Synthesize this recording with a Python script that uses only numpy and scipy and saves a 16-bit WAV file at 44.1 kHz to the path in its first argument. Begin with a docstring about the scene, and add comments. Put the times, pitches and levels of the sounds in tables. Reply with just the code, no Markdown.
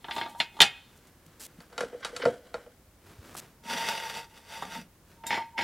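"""Jack stand under a car

A steel stand is set in an open garage, heard close and nearly mono. Its ratchet post rattles and drops
with a clank, a shirt sleeve brushes by and a rubber pad knocks home in the hollow underbody. The stand
is dragged over concrete, grit ringing its frame; the post is drawn up again, its pawl pinging."""
import sys
import numpy as np
from scipy import signal
from scipy.fft import rfft, irfft
from scipy.io import wavfile
from scipy.ndimage import uniform_filter1d

SR = 44100
rng = np.random.default_rng(int(sys.argv[2]) if len(sys.argv) > 2 else 0)


def to_wav(sig):
    """Store sig (one row per channel, or 1-D mono) as 16-bit WAV at the path in sys.argv[1].

    Samples outside -1..1 are clipped; the rate is SR.
    """
    pcm = np.clip(np.atleast_2d(sig), -1, 1) * 32767
    pcm = np.round(pcm).astype(np.int16)
    wavfile.write(sys.argv[1], SR, pcm.T)  # frames by channels


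N = 248283
TIME_S = np.arange(N) / SR
RING_TIME_S = TIME_S[:16384]

# Spectra. Each row: frequency in Hz, relative level in dB.
AIR_SPECTRUM = [(15,-29), (40,-6), (70,-6.5), (120,-8.5), (230,-12), (400,-16), (800,-22), (1500,-25),
                (3500,-32), (15500,-33.5)]
STEEL_SPECTRUM = [(80,-27), (200,-16), (380,-15.5), (590,-16), (830,-6.5), (1080,-22), (1400,-7),
                  (1900,-0.5), (2600,-3), (3700,1), (5000,-8.5), (6300,-16.5), (10000,-20.5), (15500,-42)]
PAINT_SPECTRUM = [(1500,-29), (4000,-7.5), (6000,-1.5), (9000,0), (12000,-3.5), (15500,-7.5)]  # painted steel sliding on itself
LONG_POST_EQ = [(900,-1), (1350,-5), (1900,1), (2400,-2.5), (3400,-11.5), (4100,-14), (5000,-3),
                (7000,-2.5)]  # drawn-out post against short post
CLOTH_SPECTRUM = [(35, -35.5), (60, -18), (87, -4.5), (156, -6), (305, -8.5), (403, -9), (773, -16),
                  (1590, -15), (2010, -19.5), (3840, -23.5), (15500, -32.5)]
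CRACKLE_SPECTRUM = [(120, -87), (200, -0.5), (715, 1), (1090, -1), (1710, 0), (4410, 2.5), (7760, 4.5),
                    (12500, 2), (15500, -8)]
PANEL_SPECTRUM = [(60,-29), (260,-11.5), (370,-20), (480,-5.5), (680,-19), (830,-17), (1120,-19.5),
                  (1400,-15), (2700,-29.5), (4900,-31), (6400,-35), (7700,-35.5), (11200,-41.5),
                  (13000,-53)]
GRIT_SPECTRUM = [(47, -62), (80, -31), (216, -16), (328, -19), (498, -9), (774, -11), (923, -1),
                 (1050, -18), (1370, -12), (3540, -12.5), (4040, -23.5), (4930, -15.5), (6710, -24),
                 (8740, -20.5), (15500, -31.5)]
# Registers. Each row: lower and upper edge in Hz.
CLANK_BANDS_HZ = [(1200, 3200), (90, 650), (650, 1200), (3200, 5500), (5500, 17000)]  # clang, thump, wall, bite, edge
FRICTION_BANDS_HZ = [(650, 5500), (90, 650), (5500, 17000)]  # scrape, rumble, hiss
KNOCK_BANDS_HZ = [(390, 640), (130, 350), (850, 2600), (2600, 12000)]  # hollow note, thud, clack, click
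# Modes. Each row: frequency in Hz, relative level in dB, free t60 in seconds.
STEEL_POST_MODES = [(813.4,-13,0.26), (912,-3,0.15), (1184,-16,0.29), (1640,-7,0.24), (1830,-13.5,0.2),
                    (1966,4,0.089), (1906,-6.5,0.24), (2158,-3.5,0.5), (2270,-10.5,0.26), (2519,-12,0.92),
                    (2740,-2.5,0.22), (3010,4.5,0.071), (3114,-9,0.077), (3080,-6,.12), (3337,2.5,0.054),
                    (3470,0,0.19), (3482,-2.5,0.077), (3596,5,.15), (3530,5.5,0.13), (4190,6,0.17),
                    (4650,-9.5,0.24), (4780,-11.5,0.42), (5230,-10.5,.08), (5990,-12.5,.12), (6000,-12,.12),
                    (6680,-17,0.12), (7025,-10,0.35), (7180,-15.5,.16), (7306,-16,.15), (8600,-28.5,0.17)]
UNDERBODY_MODES = [(485.3,6.5,0.083), (513.4,-3,0.1), (641,-10,0.12), (697,-7.5,0.16), (900,-15,0.12),
                   (1300,-16,0.095), (1394,-4,0.072), (1580,-24,0.053), (1950,-43.5,0.076),
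                   (1990,-15,0.069), (2490,-16.5,0.074), (3000,-12,0.047), (3820,-13,0.074),
                   (4470,-5.5,0.038), (5400,-17.5,0.067), (7400,-18,0.043)]
PING_MODES = [(3710, -4, 0.21), (7240, 1.5, 0.1), (7390, -19, .12), (8270, -12.5, .082), (8840, -18, .12),
              (12200, -22.5, .06), (13300, -17, .14), (14980, -12, .07)]
# Dragged frame. Each row: resonance in Hz, width in Hz, relative peak in dB.
FRAME_RESONANCES = [(214, 10, -34), (480, 3.8, -24), (904.4, 25, 2), (1292, 300, -11), (1698, 67, -9.5),
                    (1923, 93, -7.5), (2186, 70, -6.5), (2630, 34, -10.5), (2650, 15, -3.5),
                    (2890, 45, -10), (3230, 190, -18.5), (3570, 126, -7), (4450, 67, -11),
                    (4460, 21, -19.5), (4840, 31, -7), (5380, 35, -15), (5760, 32, -14), (5840, 61, -13),
                    (6300, 39, -11.5), (7300, 55, -13), (7700, 43, -28), (8530, 50, -25), (8860, 89, -21),
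                    (9450, 110, -25), (10600, 230, -23), (9760, 41, -29), (11200, 47, -20),
                    (12000, 58, -19), (12400, 33, -30), (13200, 37, -32)]

# Post hits stand. Each row: start in seconds, clang in dB, relative depth in dB, relative edge in dB.
POST_CLANKS = [(0.0436,-40,-3,-54), (0.083,-47.5,7.5,-32), (0.1098,-32,-7.5,-34), (0.1635,-38.5,5.5,-11),
               (0.181,-36,2.5,-24), (0.2115,-29.5,-6,-64), (0.2604,-49,9.5,-14), (0.3485,-61,13.5,-12),
               (0.401,-20.5,-9.5,-16.5), (0.567,-55,8.5,-8.5), (0.590,-53.5,15.5,-9), (0.6035,-12,-7.5,-9),
               (0.6174,-14,-13,-2), (0.623,-18.5,-10,-10), (4.623,-49.5,18,4), (5.237,-44,2,-33),
               (5.3058,-21.5,-11.5,-47), (5.3274,-25,-4.5,-29), (5.3424,-27.5,-7,-17),
               (5.3754,-46.5,13,-23), (5.5785,-25.5,-8.5,-26.5), (5.5884,-26,-5,-24)]
# Post slides. Each row: peak time, hold and attack in seconds, level in dB, relative hiss in dB.
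POST_STROKES = [(0.157,0.031,0.38,-46.5,-5), (0.231,0.011,.1,-44.5,-26), (0.299,0.012,0.12,-59,0.5),
                (0.39,0.016,0.085,-55,0), (0.56,0.056,0.23,-60.5,-5.5), (5.264,0.0056,0.028,-38,-18),
                (5.306,0.074,0.04,-30,-24), (5.585,.05,0.037,-28,-22.5)]
# Floor and car. Each row: start in seconds, level in dB, band centre in Hz, t60 in seconds.
THUDS = [(0.604,-35.5,192,0.092), (0.616,-41,160.7,0.26), (1.264,-52.5,152,0.073), (1.582,-44,171.6,0.049),
         (2.257,-47,100,.18), (3.183,-43,84,0.03)]
# Shirt sleeve catches. Each row: start in seconds, length in seconds, level in dB.
SHIRT_BRUSHES = [(0.959, 0.021, -63.5), (1.07, .016, -62.5), (1.263, 0.0049, -57), (1.397, 0.014, -49.5),
                 (1.405, 0.064, -46), (1.6, 0.028, -65.5), (3.344, 0.015, -51.5), (3.367, 0.035, -42)]
# Pad hits underbody. Each row: start in seconds, hollow note in dB, contact hardness in dB.
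PAD_KNOCKS = [(1.604,-53,3), (1.727,-48.5,-2), (1.779,-33.5,2.5), (1.807,-26.5,-1.5), (1.832,-28.5,-17),
              (1.927,-39.5,-15), (1.945,-34.5,-23.5), (2.0476,-36.5,5.5), (2.128,-40.5,-23),
              (2.164,-42.5,7), (2.2,-36.5,-6), (2.233,-27,-13), (2.2535,-20.5,-4), (2.257,-13.5,-19),
              (2.542,-31,-1.5), (2.58,-45.5,-7), (2.663,-46,-10.5)]
# Small impacts. Each row: start in seconds, level in dB.
SHIRT_TICKS = [(3.351, -38.5)]
PAWL_PINGS = [(5.2668, -33.5)]
# Friction gestures. Each row: peak time in seconds, hold in seconds, level in dB.
WALL_SQUEALS = [(0.165,0.076,-40), (0.405,0.021,-41), (3.72,0.036,-43), (3.87,0.078,-39.5),
                (4.175,0.023,-41), (5.242,.008,-56), (5.334,0.012,-32), (5.412,0.0097,-35.5),
                (5.48,0.1,-66), (5.612,.02,-35.5)]
CLOTH_RUSTLES = [(0.9,0.2,-61), (1.27,0.23,-61.5), (1.6,0.03,-59), (3.07,0.056,-56), (3.25,0.18,-52),
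                 (5.11,0.014,-58)]
RIM_SCUFFS = [(2.03,0.01,-41), (2.223,0.0074,-34.5)]
FOOT_JUDDERS = [(3.74,0.027,-47), (3.87,0.024,-51), (4.78,0.044,-44)]
# Friction curves. Each row: time in seconds, relative level in dB.
PAD_RUB_CURVE = [(1.70,-56.5), (1.84,-40), (1.9,-53.5), (2.16,-46), (2.245,-37), (2.32,-42.5), (2.40,-58),
                 (2.6,-52), (2.75,-64)]
DRAG_CURVES = [
    [(3.62, -78), (3.64, -57), (3.71, -32), (3.924, -32.5), (4.006, -38), (4.122, -39.5), (4.14, -41.5),
     (4.196, -39), (4.28, -65)],
    [(4.28,-66), (4.36,-55.5), (4.455,-57.5), (4.51,-46.5), (4.56,-41.5), (4.665,-46.5), (4.74,-39.5),
     (4.81,-47.5), (4.87,-77)],
]  # two curves, one per pull


def amp(db):
    """Decibels to gain."""
    return 10 ** (np.asarray(db) / 20)


def unit(x):
    """Scale to rms 1."""
    return x / np.sqrt(np.mean(x ** 2) + 1e-24)


def crest(x):
    """Scale the loudest 4 ms to rms 1."""
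    return x / np.sqrt(uniform_filter1d(x ** 2, size=176, mode="constant").max() + 1e-24)


def fade(t60_s):
    """Exponential decay, 60 dB per t60_s."""
    return np.exp(-np.log(1000) * RING_TIME_S / t60_s)


def burst(t60_s):
    """Decaying white noise."""
    return rng.standard_normal(len(RING_TIME_S)) * fade(t60_s)


def partial(hz):
    """Sine at random phase."""
    return np.sin(2 * np.pi * hz * RING_TIME_S + rng.uniform(0, 2 * np.pi))


def colour(x, spectrum):
    """Minimum-phase filter from (Hz, dB) rows."""
    hz, db = np.transpose(spectrum)
    grid_hz = np.linspace(1, SR / 2, 1025)
    gain = amp(np.interp(np.log(grid_hz), np.log(hz), db))
    cepstrum = irfft(np.log(gain))
    half = len(cepstrum) // 2
    folded = np.r_[cepstrum[0], 2 * cepstrum[1:half], np.zeros(half)]
    response = irfft(np.exp(rfft(folded)))
    return signal.oaconvolve(x, response)[:len(x)]


def split(x, bands_hz):
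    """One signal per band."""
    filters = [signal.butter(3, band, "band", fs=SR, output="sos") for band in bands_hz]
    return [signal.sosfilt(sos, x + 1e-18) for sos in filters]


def add(out, start_s, x):
    """Mix x into out at start_s."""
    start = int(start_s * SR)
    part = x[:max(len(out) - start, 0)]
    out[start:start + len(part)] += part


def grains(n, rate_hz, spread_db):
    """Random micro-slips of uneven size, rms 1."""
    sizes = amp(spread_db * np.minimum(rng.exponential(size=n), 5))
    return unit((rng.random(n) < rate_hz / SR) * rng.standard_normal(n) * sizes)


def drift(rate_hz):
    """Smooth random wander, spread near 1."""
    hold = int(SR / rate_hz)
    steps = np.repeat(rng.standard_normal(N // hold + 1), hold)
    return 1.2 * uniform_filter1d(steps, size=hold)[:N]


def swell(curve):
    """Gain along (s, dB) rows, zero outside."""
    at_s, db = np.transpose(curve)
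    return amp(np.interp(TIME_S, at_s, db)) * (TIME_S >= at_s[0]) * (TIME_S <= at_s[-1])


def envelope(peak_s, hold_s, attack_s, release_s):
    """Rise 60 dB per attack_s until peak_s, hold, fall 60 dB per release_s."""
    early = np.maximum(peak_s - TIME_S, 0) / attack_s
    late = np.maximum(TIME_S - peak_s - hold_s, 0) / release_s
    return np.exp(-np.log(1000) * np.minimum(early + late, 10))


def gestures(rows, attack_s, release_s):
    """Summed envelopes with common attack and release."""
    return sum(amp(db) * envelope(peak_s, hold_s, attack_s, release_s) for peak_s, hold_s, db in rows)


def body(modes, spectrum, t60_s, modes_db, freedom=1):
    """Impulse response: clear modes over a dense crowd; a tight grip (freedom < 1) shortens the modes."""
    clear = sum(amp(db) * fade(free_s * freedom) * partial(hz) for hz, db, free_s in modes)
    crowd = colour(burst(t60_s), spectrum)
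    return unit(crowd) + amp(modes_db) * unit(clear)


def blow(modes, spectrum, bands_hz, shares_db, t60_s, modes_db, freedom, chatter_s):
    """Contact chatter and ring; shares_db sets the other bands against the first."""
    hz, db, free_s = np.transpose(modes)
    detune, scatter = rng.standard_normal((2, len(hz)))
    struck = np.c_[hz * (1 + 0.004 * detune), db + 3 * scatter, free_s]  # grip and strike point vary
    contact = np.exp(-np.minimum(RING_TIME_S / chatter_s, 10) ** 2)
    chatter = colour(rng.standard_normal(len(RING_TIME_S)) * contact, spectrum)
    ring = crest(body(struck, spectrum, t60_s, modes_db, freedom))
    parts = split(ring + amp(-6) * crest(chatter), bands_hz)
    return sum(amp(share_db) * crest(part) for share_db, part in zip([0, *shares_db], parts))


def friction(response, rate_hz, spread_db, catch_db):
    """Slips catch and let go, ringing a body: scrape, rumble, hiss, each at rms 1."""
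    slips = grains(N, rate_hz, spread_db) * amp(catch_db * drift(rate_hz=110))
    ringing = signal.oaconvolve(slips, response)[:N]
    return [unit(part) for part in split(ringing, FRICTION_BANDS_HZ)]


def background(hum_hz=80.7):
    """Outdoor air through the door, faint hum, slight stereo hiss."""
    air = amp(-60) * unit(colour(rng.standard_normal(N), AIR_SPECTRUM))
    hum = amp(-75) * np.sin(2 * np.pi * hum_hz * TIME_S)
    side = amp(-69.5) * rng.standard_normal(N)
    side += amp(-82.5) * unit(colour(rng.standard_normal(N), AIR_SPECTRUM))
    return air + hum + np.array([side, -side])


def post(thump_db=-5, wall_db=4):
    """The loose post rattles, drops and slides in its steel sleeve; drawn out, it sounds darker."""
    steel = np.zeros(N)
    for start_s, db, depth_db, edge_db in POST_CLANKS:
        bite_db = 4.5 + 0.2 * edge_db
        shares_db = [depth_db + thump_db, depth_db + wall_db, bite_db, edge_db]
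        clank = blow(STEEL_POST_MODES, STEEL_SPECTRUM, CLANK_BANDS_HZ, shares_db,
                     t60_s=0.13, modes_db=3, freedom=0.39, chatter_s=0.011)
        add(steel, start_s, amp(db) * clank)
    sleeve = body(STEEL_POST_MODES, STEEL_SPECTRUM, t60_s=0.074, modes_db=1, freedom=0.51)
    scrape, rumble, _ = friction(sleeve, rate_hz=1800, spread_db=1, catch_db=1.9)
    hiss = unit(colour(grains(N, rate_hz=6000, spread_db=0.5), PAINT_SPECTRUM))
    for peak_s, hold_s, attack_s, db, hiss_db in POST_STROKES:
        rumble_db = -27.5 + 0.44 * db
        stroke = amp(db) * (scrape + amp(hiss_db) * hiss) + amp(rumble_db) * rumble
        steel += stroke * envelope(peak_s, hold_s, attack_s, release_s=0.2)
    drawn_out = np.interp(TIME_S, [4.9, 5.2], [0, 1])
    return (1 - drawn_out) * steel + drawn_out * colour(steel, LONG_POST_EQ)


def squeal(mode_hz=924, wander_hz=11, shimmer_db=2.2):
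    """Friction feeds the stand's wall mode unevenly; the tone wavers."""
    phase = 2 * np.pi * np.cumsum(mode_hz + wander_hz * drift(rate_hz=90)) / SR
    tone = unit(np.sin(phase) * amp(shimmer_db * drift(rate_hz=29)))
    return tone * gestures(WALL_SQUEALS, attack_s=0.24, release_s=0.17)


def thuds():
    """Floor and car, heavy and damped, answer with a few low cycles."""
    out = np.zeros(N)
    for start_s, db, hz, t60_s in THUDS:
        octave, = split(burst(t60_s), [(hz / np.sqrt(2), hz * np.sqrt(2))])
        add(out, start_s, amp(db) * crest(octave))
    return out


def clothes():
    """Cloth shifts, fibres snap in dry crackles, something hard on the shirt sleeve ticks."""
    cloth = unit(colour(grains(N, rate_hz=6000, spread_db=-1), CLOTH_SPECTRUM))
    out = cloth * gestures(CLOTH_RUSTLES, attack_s=0.32, release_s=0.48)
    for start_s, length_s, db in SHIRT_BRUSHES:
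        fibres = grains(int(length_s * SR), rate_hz=7200, spread_db=2)
        add(out, start_s, amp(db) * unit(colour(fibres, CRACKLE_SPECTRUM)))
    for start_s, db in SHIRT_TICKS:
        tick, = split(burst(t60_s=0.014), [(150, 1600)])
        add(out, start_s, amp(db) * crest(tick))
    return out


def pad(thud_db=-15):
    """The rubber pad knocks, rubs and scuffs on the hollow underbody, damping it."""
    knocks = np.zeros(N)
    for start_s, db, hardness_db in PAD_KNOCKS:
        click_db = -6.5 + 2.23 * hardness_db  # hard contact lifts click faster than clack
        knock = blow(UNDERBODY_MODES, PANEL_SPECTRUM, KNOCK_BANDS_HZ, [thud_db, hardness_db, click_db],
                     t60_s=0.17, modes_db=6.5, freedom=0.86, chatter_s=0.0054)
        add(knocks, start_s, amp(db) * knock)
    seat = body(UNDERBODY_MODES, PANEL_SPECTRUM, t60_s=0.064, modes_db=-1, freedom=0.79)
    rub = signal.oaconvolve(grains(N, rate_hz=1900, spread_db=3), seat)[:N]
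    rim, = split(rub, [(900, 6000)])
    scuffs = unit(rim) * gestures(RIM_SCUFFS, attack_s=0.02, release_s=0.07)
    return knocks + amp(-3) * unit(rub) * swell(PAD_RUB_CURVE) + scuffs


def drag():
    """Grit under the feet rings the frame; the feet judder as they skid."""
    peaks = sum(amp(db) * width_hz * np.exp(-np.pi * width_hz * RING_TIME_S) * partial(hz)
                for hz, width_hz, db in FRAME_RESONANCES)
    crowd = colour(burst(t60_s=0.19), GRIT_SPECTRUM)
    frame = unit(crowd) + amp(1.5) * unit(peaks)
    scrape, rumble, hiss = friction(frame, rate_hz=3000, spread_db=3.5, catch_db=0.7)
    pull = sum(swell(curve) for curve in DRAG_CURVES)
    grit = pull ** 0.86 * (amp(-14) * rumble + amp(-16) * hiss)  # swells less than the scrape
    skid, = split(grains(N, rate_hz=490, spread_db=2.5), [(170, 255)])
    judder = unit(skid) * gestures(FOOT_JUDDERS, attack_s=0.51, release_s=0.17)
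    return pull * scrape + grit + judder


def pawl():
    """The small hard pawl springs against the post and rings high."""
    out = np.zeros(N)
    for start_s, db in PAWL_PINGS:
        ping = body(PING_MODES, CRACKLE_SPECTRUM, t60_s=0.13, modes_db=1.5)
        add(out, start_s, amp(db) * crest(ping))
    return out


def garage(x, wet_db=-26.5, build_s=0.012):
    """Floor, car and walls return a short tail; most of the treble dies first."""
    noise = rng.standard_normal(len(RING_TIME_S))
    middle, low, high = split(noise, [(1340, 3300), (150, 1100), (3273, 17000)])
    tail = middle * fade(0.49) + amp(1.5) * low * fade(0.4)
    tail += high * (amp(-4) * fade(0.1) + amp(-18.5) * fade(0.94))
    tail *= 1 - np.exp(-(RING_TIME_S / build_s) ** 2)
    return amp(wet_db) * signal.oaconvolve(x, tail / np.linalg.norm(tail))[:N]


def scene():
    """Centred handling with garage tail, dry clothes, stereo background."""
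    handling = post() + pawl() + pad() + thuds() + drag() + squeal()
    return handling + garage(handling) + clothes() + background()


def record(dry):
    """Soft peak limit, steep low-pass."""
    ceiling, top_hz = 0.92, 15850
    rounded = dry / (1 + (dry / ceiling) ** 6) ** (1 / 6)
    return signal.sosfilt(signal.ellip(10, 0.2, 70, top_hz, fs=SR, output="sos"), rounded)


dry = scene()
out = record(dry)
to_wav(out)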